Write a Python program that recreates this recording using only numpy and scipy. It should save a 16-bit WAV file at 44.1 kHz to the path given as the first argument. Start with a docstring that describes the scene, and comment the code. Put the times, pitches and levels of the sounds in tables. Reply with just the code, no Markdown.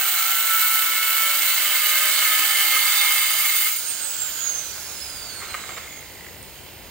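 """An angle grinder cuts a floor tile under a roof: the disc strikes once a turn and sheds grit, both ring tile
and disc, and the motor whines at a fixed multiple of the disc speed. Near 3.8 s the tool is lifted, the switch
clicks, and the whine glides down over a rush of air as the low rumble beneath grows louder. From 5.3 s the
slack gear rattles and the tile is turned, scraping and knocking; thin metal ticks come last. Two microphone
ports hear it all in unlike colours."""
import sys
import numpy as np
from scipy import signal
from scipy.fft import rfft, irfft, next_fast_len
from scipy.io import wavfile
from scipy.ndimage import uniform_filter1d

SR = 44100
rng = np.random.default_rng(int(sys.argv[2]) if len(sys.argv) > 2 else 0)


def store_wav(level_fs):
    """Save 16-bit WAV to argv[1]."""
    pcm = np.round(np.clip(np.atleast_2d(level_fs), -1, 1) * 32767)
    wavfile.write(sys.argv[1], SR, pcm.T.astype(np.int16))


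N = 304290
T = np.arange(N) / SR

# The cut's moves, ending at the lift:
# (time [s], pressure [dB], treble lift [dB], weight of regular strikes [0-1], cut depth [0-1])
CUT_MOVES = [(0, -18.5, 6.5, 0.5, 0.15), (.23, -17.5, 3, 0.14, 0.2), (.62, -17.5, 7, 0.36, 0.46),
             (1, -17.5, 4.5, 0.46, 0.49), (2.16, -15, 2, 0.04, 0.83), (2.55, -15.5, 3.5, 0.41, 0.85),
             (3, -15, 3, 0.43, 0.88), (3.3, -18, 4.5, 0.4, 0.89), (3.67, -20, 8, 0.38, 0.81),
             (3.75, -29.5, 15.5, 1, .6), (3.785, -29, 8, 0, 0.5)]
# Resonances of tile and disc: (pitch [Hz])
BODY_HZ = [620, 820, 1045, 1250, 1325, 1465, 1600, 1750, 2130, 2215, 2300, 2630, 2940, 3050, 3380, 3615,
           4000, 4393, 4772, 5400, 6600, 7210, 8020, 9000, 10480, 11350, 13230, 13800, 15200]
# Shape of each resonance: (nominal width [Hz], level in a shallow cut [dB], in a deep cut [dB])
BODY_SHAPES = [(90, -33, -26), (74.5, -20.5, -23), (48, -23.5, -15.5), (49.4, -42, 3), (42, 3, -18),
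               (45, -4.5, -33), (80, -36.5, -20), (109, -19, -10), (71.4, -8, 1), (65, -3, -6.5),
               (55, -9, -11), (75, -9, -5), (63, -3.5, -2), (96, -17.5, -1), (52, -33.5, -22), (38, -15, 0),
               (320, -8.5, -11.5), (40, -5.5, -3), (40, -16, 1), (48.6, -11.5, -9.5), (230, -9.5, -14),
               (72, -5, -19.5), (210, -7.5, -5), (345.6, -13.5, -11.5), (140, -18.5, -5.5), (110, -15, -16),
               (170, -4.5, -6), (360, -9, -9.5), (600, -12, -14)]
# Broad bed of grit under the resonances: (frequency [Hz], level [dB])
GRIT_EQ = [(30, -44), (150, -41), (500, -32), (1100, -22.5), (1400, -13.5), (2450, -16), (3200, -9.5),
           (5000, -16), (6000, -17.5), (6500, -11), (8500, -12), (11000, -19.5), (12600, -28), (14500, -17),
           (15300, -17), (15800, -19)]


def cut():
    """Strikes once a turn and gritty noise ring tile and disc; the colour shifts as the cut deepens."""
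    pressure_db, _, regular, _ = columns(CUT_MOVES, T)
    turn = disc_turns()
    offsets = rng.random((40, 1)) + 0.14 * drift(3.886, count=40, t=T[::256])  # no two strikes alike
    strikes = sum(np.cos(2 * np.pi * (k * turn + np.interp(T, T[::256], offset)))
                  for k, offset in enumerate(offsets, 1))
    chatter_db = 0.86 * smooth_noise(samples=350) + 0.25 * np.cos(2 * np.pi * turn)
    grit = unit_rms(gritty_noise(spike_db=4.27))
    drive = (0.62 * regular * unit_rms(strikes) + np.sqrt(1 - regular ** 2) * grit) * gain_of(chatter_db)

    def body(hz, s):
        _, treble_db, _, depth = columns(CUT_MOVES, s)
        wander_db = 1.8 * drift(25, count=len(BODY_HZ), t=s)
        power = gain_of(2 * columns(GRIT_EQ, hz, log=True)[0])
        for mode_hz, (width, shallow_db, deep_db), wander in zip(BODY_HZ, BODY_SHAPES, wander_db):
            db = shallow_db + (deep_db - shallow_db) * depth + wander
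            power = power + gain_of(2 * db) / (1 + (2 * (hz - mode_hz) / width) ** 2) ** 1.47
        return np.sqrt(power) * gain_of(treble_db * np.clip((hz - 5000) / 7000, 0, 1))
    lift_fade = np.clip((CUT_MOVES[-1][0] - T) / .012, 0, 1)
    return gain_of(pressure_db) * lift_fade * unit_rms(coloured(drive, body, size=2048))


# Sharp modes that sing in the cut: (pitch [Hz])
SING_HZ = [322, 612, 810, 985, 1060, 1245, 1325, 1470, 1560, 1720, 2130, 2205, 2300, 2635, 2940, 3050, 3122,
           3612, 3945, 4393, 4772, 8030]
# Each sharp mode at full pressure: (width [Hz], early level [dB], midway level [dB], late level [dB])
SING_SHAPES = [(11.2, -68, -63, -63.5), (37.2, -55, -55, -51), (40.3, -33, -49, -51.5),
               (19.2, -65, -63, -54), (83.333, -52.5, -55.5, -55), (54, -41, -41.5, -45),
               (42.5, -28, -42.5, -46.5), (44.7, -32.5, -52, -62), (74.074, -40, -43, -51),
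               (63, -56, -46, -31.5), (34.4, -47, -40, -36.5), (32.407, -36, -32, -67),
               (18.519, -54, -44, -38), (40, -52, -49, -50), (27, -34, -47, -50), (31.8, -52, -33, -26),
               (20, -64, -50, -40), (50, -85, -48, -28), (25, -67, -58, -43), (25, -45, -37, -40),
               (25, -52, -41, -42), (40, -32, -44, -36)]
# Early, midway and late keyframes: (time [s])
SING_KEYFRAMES = [.7, 1.9, 3]


def singing():
    """Wavering harmonics of the disc speed, each swelling while it sits on a sharp mode."""
    full_pressure_db, bite = -17, 2.2  # the singing follows the pressure, more than in step
    turn, disc_hz, t = disc_turns(), disc_speed()[::64], T[::64]
    bite_db = bite * (columns(CUT_MOVES, t)[0] - full_pressure_db)
    bite_db[t >= CUT_MOVES[-1][0]] = -np.inf
    power = np.array([gain_of(2 * (np.interp(t, SING_KEYFRAMES, db) + bite_db))
                      for _, *db in SING_SHAPES])
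    mode_hz, width = np.c_[SING_HZ], np.array(SING_SHAPES)[:, :1]
    out = np.zeros(N)
    for k, waver in enumerate(drift(25, count=55, t=t), 1):
        detuning = 2 * (k * disc_hz - mode_hz) / width
        level = np.sqrt((power / (1 + detuning ** 4)).sum(0)) * gain_of(2 * waver)
        out += np.interp(T, t, level) * np.sin(2 * np.pi * k * turn + 0.45 * np.interp(T, t, waver))
    return np.sqrt(2) * out


# The disc sagging under load, ending at switch-off: (time [s], speed [turns/s])
POWERED_SPEED = [(0, 154.7), (.3, 151), (.6, 147.2), (1, 146.5), (1.2, 147.2), (1.65, 152.4), (2.5, 159.6),
                 (2.75, 163), (3.05, 164.5), (3.6, 163.9), (3.79, 166.2)]


def disc_speed():
    """Turns per second: the motor pulls, then bearing friction and fan drag wind the disc down."""
    friction, fan_drag = 21.35, .002398  # slowing [Hz/s] = friction + fan_drag * speed ** 2
    off_s, off_hz = POWERED_SPEED[-1]
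    even_hz = np.sqrt(friction / fan_drag)  # friction and drag are equal here
    run_down = np.sqrt(friction * fan_drag) * np.maximum(T - off_s, 0)
    coast = even_hz * np.tan(np.arctan(off_hz / even_hz) - run_down)
    return np.where(T < off_s, columns(POWERED_SPEED, T)[0], coast)


def disc_turns():
    """Turns so far: the clock for everything that spins."""
    return np.cumsum(disc_speed()) / SR


# How housing and floor colour the whine: (frequency [Hz], level [dB])
WHINE_EQ = [(2700, -66), (3200, -58), (3400, -53), (3800, -46), (3990, -46), (4250, -41), (4680, -37),
            (4850, -40), (5140, -37), (5680, -47), (6040, -35), (6600, -21), (7110, -35), (7450, -24),
            (7830, -33), (8100, -26), (8400, -36), (8720, -25), (9150, -34), (9400, -28), (10300, -28),
            (11400, -32), (12900, -38), (13800, -24), (15700, -30)]


def whine():
    """The commutator bars sing a tone and its octave, which sweep down as the disc coasts."""
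    bars_per_turn = 55.6
    disc_hz, turn = disc_speed(), disc_turns()
    loaded_db = -35 - 3 * np.maximum(155 - disc_hz, 0)  # sinks as the speed sags
    coast_db, octave_db = (columns(WHINE_EQ, k * bars_per_turn * disc_hz, log=True)[0] for k in (1, 2))
    crossfade = np.clip((T - POWERED_SPEED[-1][0]) / 0.098, 0, 1)
    tone_db = loaded_db + crossfade * (coast_db - loaded_db)
    octave_db = octave_db - 14 - 1.6 * np.maximum(64 - disc_hz, 0)  # dies below 64 turns/s
    phase = 2 * np.pi * bars_per_turn * turn
    flutter = gain_of(1.5 * np.cos(2 * np.pi * turn) + 2.2 * drift(40, count=1, t=T)[0])
    tones = gain_of(tone_db) * np.sin(phase) + gain_of(octave_db) * np.sin(2 * phase)
    return np.sqrt(2) * flutter * tones


# Fader ride of cooling air and gears: (time [s], level [dB], treble tilt [dB/octave])
AIR_MOVES = [(0, -44, -2.5), (3.7, -27, 1.5), (3.85, -25.5, -1), (4.4, -26.5, -2), (5, -31, -2),
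             (5.7, -32.5, -3.5), (6.1, -42.5, -0.5), (6.9, -47.5, -0.5)]
# Colour of that rush: (frequency [Hz], level [dB])
AIR_EQ = [(300, -20), (700, -9), (1150, -7), (1450, 1.5), (1900, -7.5), (3000, 2.5), (5200, 5),
          (5800, -5.5), (6500, 12), (8000, 7), (10000, 2.5), (12300, -8), (13300, 1), (13900, 3),
          (14400, -3), (15800, 3)]


def air_rush():
    """Cooling air and gears make a bright noise that shimmers in random patches."""
    def colour(hz, s):
        patches = rng.standard_normal((len(hz), len(s)))
        patches = uniform_filter1d(uniform_filter1d(patches, 12, axis=0), 10, axis=1)
        tilt_db = columns(AIR_MOVES, s)[1] * np.log2((hz + 100) / 3000)
        return gain_of(columns(AIR_EQ, hz, log=True)[0] + tilt_db + 1.46 * unit_rms(patches))
    return gain_of(columns(AIR_MOVES, T)[0]) * unit_rms(coloured(rng.standard_normal(N), colour))


# Ride of the gear rattle: (time [s], level [dB], ring pitch [Hz])
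RATTLE_MOVES = [(5.3, -54, 2140), (5.8, -42.5, 2150), (6, -42, 2120), (6.1, -49, 2070), (6.25, -42.5, 1960),
                (6.45, -54, 2000), (6.5, -73, 3200), (6.56, -44, 3050), (6.9, -54, 3120)]


def gear_rattle():
    """The slack gear knocks once a turn: a short rough ping, each with its own force."""
    turn = disc_turns()
    level_db, ring_hz = columns(RATTLE_MOVES, T)
    force = gain_of(2.4 * rng.standard_normal(2000))[turn.astype(int)]
    since_s = turn % 1 / disc_speed()
    roughness = 1 + .55 * smooth_noise(samples=60)
    pings = np.sin(2 * np.pi * ring_hz * since_s) * since_s * np.exp(-since_s / 0.0016)
    return gain_of(level_db) * unit_rms(force * roughness * pings)


def motor_hum():
    """A faint hum at twice the disc speed, gone below 140 turns per second."""
    level = gain_of(-64.5 + 2 * drift(6, count=1, t=T)[0])
    gate = np.clip((disc_speed() - 140) / 5, 0, 1)
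    return np.sqrt(2) * level * gate * np.sin(4 * np.pi * disc_turns())


# Ring of the loose tile: (pitch [Hz], level [dB], t60 before damping [s])
TILE_MODES = [(580, 1, 0.099), (766, 7, .05), (1120, -7, .05), (1270, 18.5, 0.034), (1510, 12, 0.061),
              (1890, 8, 0.069), (2090, 15, 0.017), (2200, -6, .05), (2730, -2, 0.031), (4470, -14, .03)]
# The sliding tile catches: (time [s], level [dB], half-length [s])
TILE_SCUFFS = [(5.433, -35, 0.012), (5.507, -43, .015), (5.544, -36, 0.0066), (5.587, -45, 0.025),
               (5.696, -42, 0.013), (5.78, -32, 0.0087)]
# Its edge hits the floor: (time [s], peak [dB])
TILE_KNOCKS = [(5.416, -28), (5.4824, -31), (5.5429, -16), (5.5486, -19), (5.6373, -25), (5.6918, -24.5),
               (5.8292, -34)]


def turned_tile():
    """Grit scrapes under the loose tile and its edge knocks on the floor; both ring the same modes."""
    drag_from_s, drag_to_s, fade_s, drag_db = 5.3, 5.95, 0.14, -45.5
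    t = np.arange(4000) / SR
    ring = sum(gain_of(db - 60 * t / t60) * np.sin(2 * np.pi * hz * t) for hz, db, t60 in TILE_MODES)
    slide_ring = np.diff(ring * np.exp(-t / 0.0014))  # the floor deadens the sliding tile
    knock_ring = ring * (1 - np.exp(-t / 0.00052)) * np.exp(-t / 0.005)
    drag = gain_of(drag_db) * np.clip(np.minimum(T - drag_from_s, drag_to_s - T) / fade_s, 0, 1)
    scuffs = sum(gain_of(db) * np.exp(-((T - s) / half_s) ** 2) for s, db, half_s in TILE_SCUFFS)
    out = (drag + scuffs) * unit_rms(signal.oaconvolve(gritty_noise(spike_db=4.2), slide_ring)[:N])
    for s, peak_db in TILE_KNOCKS:
        contact = np.diff(rng.standard_normal(41) * np.hanning(41))
        knock = signal.oaconvolve(contact, knock_ring)[:len(t)]
        out[round(s * SR):][:len(t)] += gain_of(peak_db) * knock / abs(knock).max()
    return out


# Cue for the switch: (time [s], peak [dB])
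SWITCH_CUES = [(3.7665, -11)]


def switch_click():
    """The plastic switch snaps: a tiny burst of bright noise."""
    out, t = np.zeros(N), np.arange(300) / SR
    for s, peak_db in SWITCH_CUES:
        click = np.diff(rng.standard_normal(len(t) + 2), 2) * np.exp(-t / .001)
        out[round(s * SR):][:len(t)] += gain_of(peak_db) * click / abs(click).max()
    return out


# Thin ticks as the tool is handled: (time [s], peak [dB], pitch [Hz])
TICK_CUES = [(5.9752, -32, 10000), (6.0096, -28, 9830), (6.0425, -38, 8230), (6.1528, -37, 8310),
             (6.2445, -31, 9110), (6.3683, -35, 9990), (6.429, -23, 8950), (6.6367, -33, 8800)]


def metal_ticks():
    """Tiny metal parts touch and ring for a few milliseconds."""
    out, t = np.zeros(N), np.arange(800) / SR
    for s, peak_db, hz in TICK_CUES:
        out[round(s * SR):][:len(t)] += gain_of(peak_db) * np.sin(2 * np.pi * hz * t) * np.exp(-t / .0012)
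    return out


# Fader ride of the outdoor bed, rising once the grinder is quiet: (time [s], level [dB])
RUMBLE_FADER = [(0, -68), (3.8, -55.5), (4.2, -55), (4.6, -46.5), (5.5, -43), (6.9, -42)]
# Its heavy lows and faint hiss: (frequency [Hz], level [dB])
RUMBLE_EQ = [(25, -40), (34, -30), (42, -3), (75, 4), (130, -4), (250, -8), (500, -7), (900, -5),
             (1200, -12.5), (2500, -6), (5400, -10), (6000, -27), (6500, -37), (8800, -8.5), (11000, -20.5),
             (13300, -16), (14500, -8.5), (15800, -19.5)]


def outdoor_rumble():
    """A stereo bed of low noise from outside, mostly alike on both sides."""
    def colour(hz, s):
        return gain_of(columns(RUMBLE_EQ, hz, log=True)[0])
    alike = 0.9
    common, *sides = rng.standard_normal((3, N))
    bed = [coloured(alike * common + np.sqrt(1 - alike ** 2) * side, colour, size=4096) for side in sides]
    return gain_of(columns(RUMBLE_FADER, T)[0]) * unit_rms(np.array(bed))


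def wall_echoes(t60):
    """Reverb tail off the walls: sparse taps of random sign that die away, energy 1."""
    taps = np.zeros(SR // 2)
    at = np.arange(200, len(taps) - 20, 20)
    taps[at + rng.integers(0, 20, len(at))] = rng.choice([-1., 1.], len(at)) * gain_of(-60 * at / SR / t60)
    return taps / np.linalg.norm(taps)


def gain_of(db):
    """Decibels to gain."""
    return 10 ** (np.asarray(db) / 20)


def unit_rms(x):
    """Scales to rms 1."""
    return x / np.sqrt(np.mean(x ** 2) + 1e-20)


def columns(rows, at, log=False):
    """Reads a table as breakpoint curves over its first column."""
    axis, *curves = np.transpose(rows)
    if log:
        axis, at = np.log(axis), np.log(at + 1)
    return [np.interp(at, axis, curve) for curve in curves]


def drift(top_hz, count, t):
    """Slow random modulation curves of rms 1."""
    hz = np.geomspace(top_hz / 10, top_hz, num=16)[:, None]
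    phases = rng.random((count, 16, 1))
    return unit_rms((np.sin(2 * np.pi * (hz * t + phases)) / np.sqrt(hz)).sum(1))


def smooth_noise(samples):
    """Noise under a moving average, rms 1."""
    return unit_rms(uniform_filter1d(rng.standard_normal(N), samples))


def gritty_noise(spike_db):
    """White noise with random spikes in level."""
    return rng.standard_normal(N) * gain_of(spike_db * np.minimum(rng.exponential(1, N), 4))


def coloured(x, gain, size=1024):
    """A moving EQ: filters x by gain(hz, s)."""
    frames = dict(fs=SR, nperseg=size, noverlap=size * 3 // 4)
    hz, s, spectrum = signal.stft(x, **frames)
    return signal.istft(spectrum * gain(hz[:, None], s), **frames)[1][:len(x)]


# Stereo image at the ports: (frequency [Hz], left gain [dB], left lag [rad], left direct weight [0-1])
STEREO_IMAGE = [(40, 3, 0, .8), (200, 6, 0, .9), (400, 8, 0, .9), (800, 0, .3, .85), (1400, 0, 0, .9),
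                (2200, 1, .35, .9), (2900, -5, .5, .6), (3600, -10, -1.5, .5), (4700, -5, -1.2, .6),
                (5600, -7, -1.3, .5), (6100, -20, -1.5, .4), (6500, -33, -2, .4), (6950, -30, -3.3, .4),
                (7500, -16, -3.8, .6), (8000, -12, -3.6, .75), (8500, -16, -3.5, .5), (9300, -11, -4.3, .5),
                (10500, -8, -5.3, .6), (11500, -7, -5.9, .5), (12500, -2, -6.5, .75), (13300, -3, -7, .8),
                (13800, 2, -6.8, .85), (14500, 1, -7, .75), (15200, 5, -7.4, .8), (15700, 11, -7.8, .75)]


def scene():
    """The mix: the right port faces the work; the shaded left port hears more of the walls."""
    size = next_fast_len(N + SR)
    grinder = cut() + singing() + whine() + air_rush() + gear_rattle() + motor_hum()
    work = rfft(grinder + turned_tile() + switch_click() + metal_ticks(), size)
    outside = rfft(outdoor_rumble(), size)
    left_db, lag, direct = columns(STEREO_IMAGE, np.fft.rfftfreq(size, 1 / SR), log=True)
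    left = work * (direct + np.sqrt(1 - direct ** 2) * rfft(wall_echoes(t60=0.47), size)) + outside[0]
    right = work * (1 + gain_of(-7) * rfft(wall_echoes(t60=.25), size)) + outside[1]
    left *= gain_of(left_db) * np.exp(-1j * lag)
    return irfft(np.array([left, right]), size)[:, :N]


def record(dry):
    """Master chain: a soft clip rounds the highest peaks, then a steep low-pass trims the top."""
    ceiling, cutoff_hz = .95, 15810
    rounded = ceiling * np.tanh(dry / ceiling)
    low_pass = signal.firwin(1023, cutoff_hz, window=("kaiser", 9), fs=SR)
    return signal.oaconvolve(rounded, low_pass[None], "same")


dry = scene()
out = record(dry)
store_wav(out)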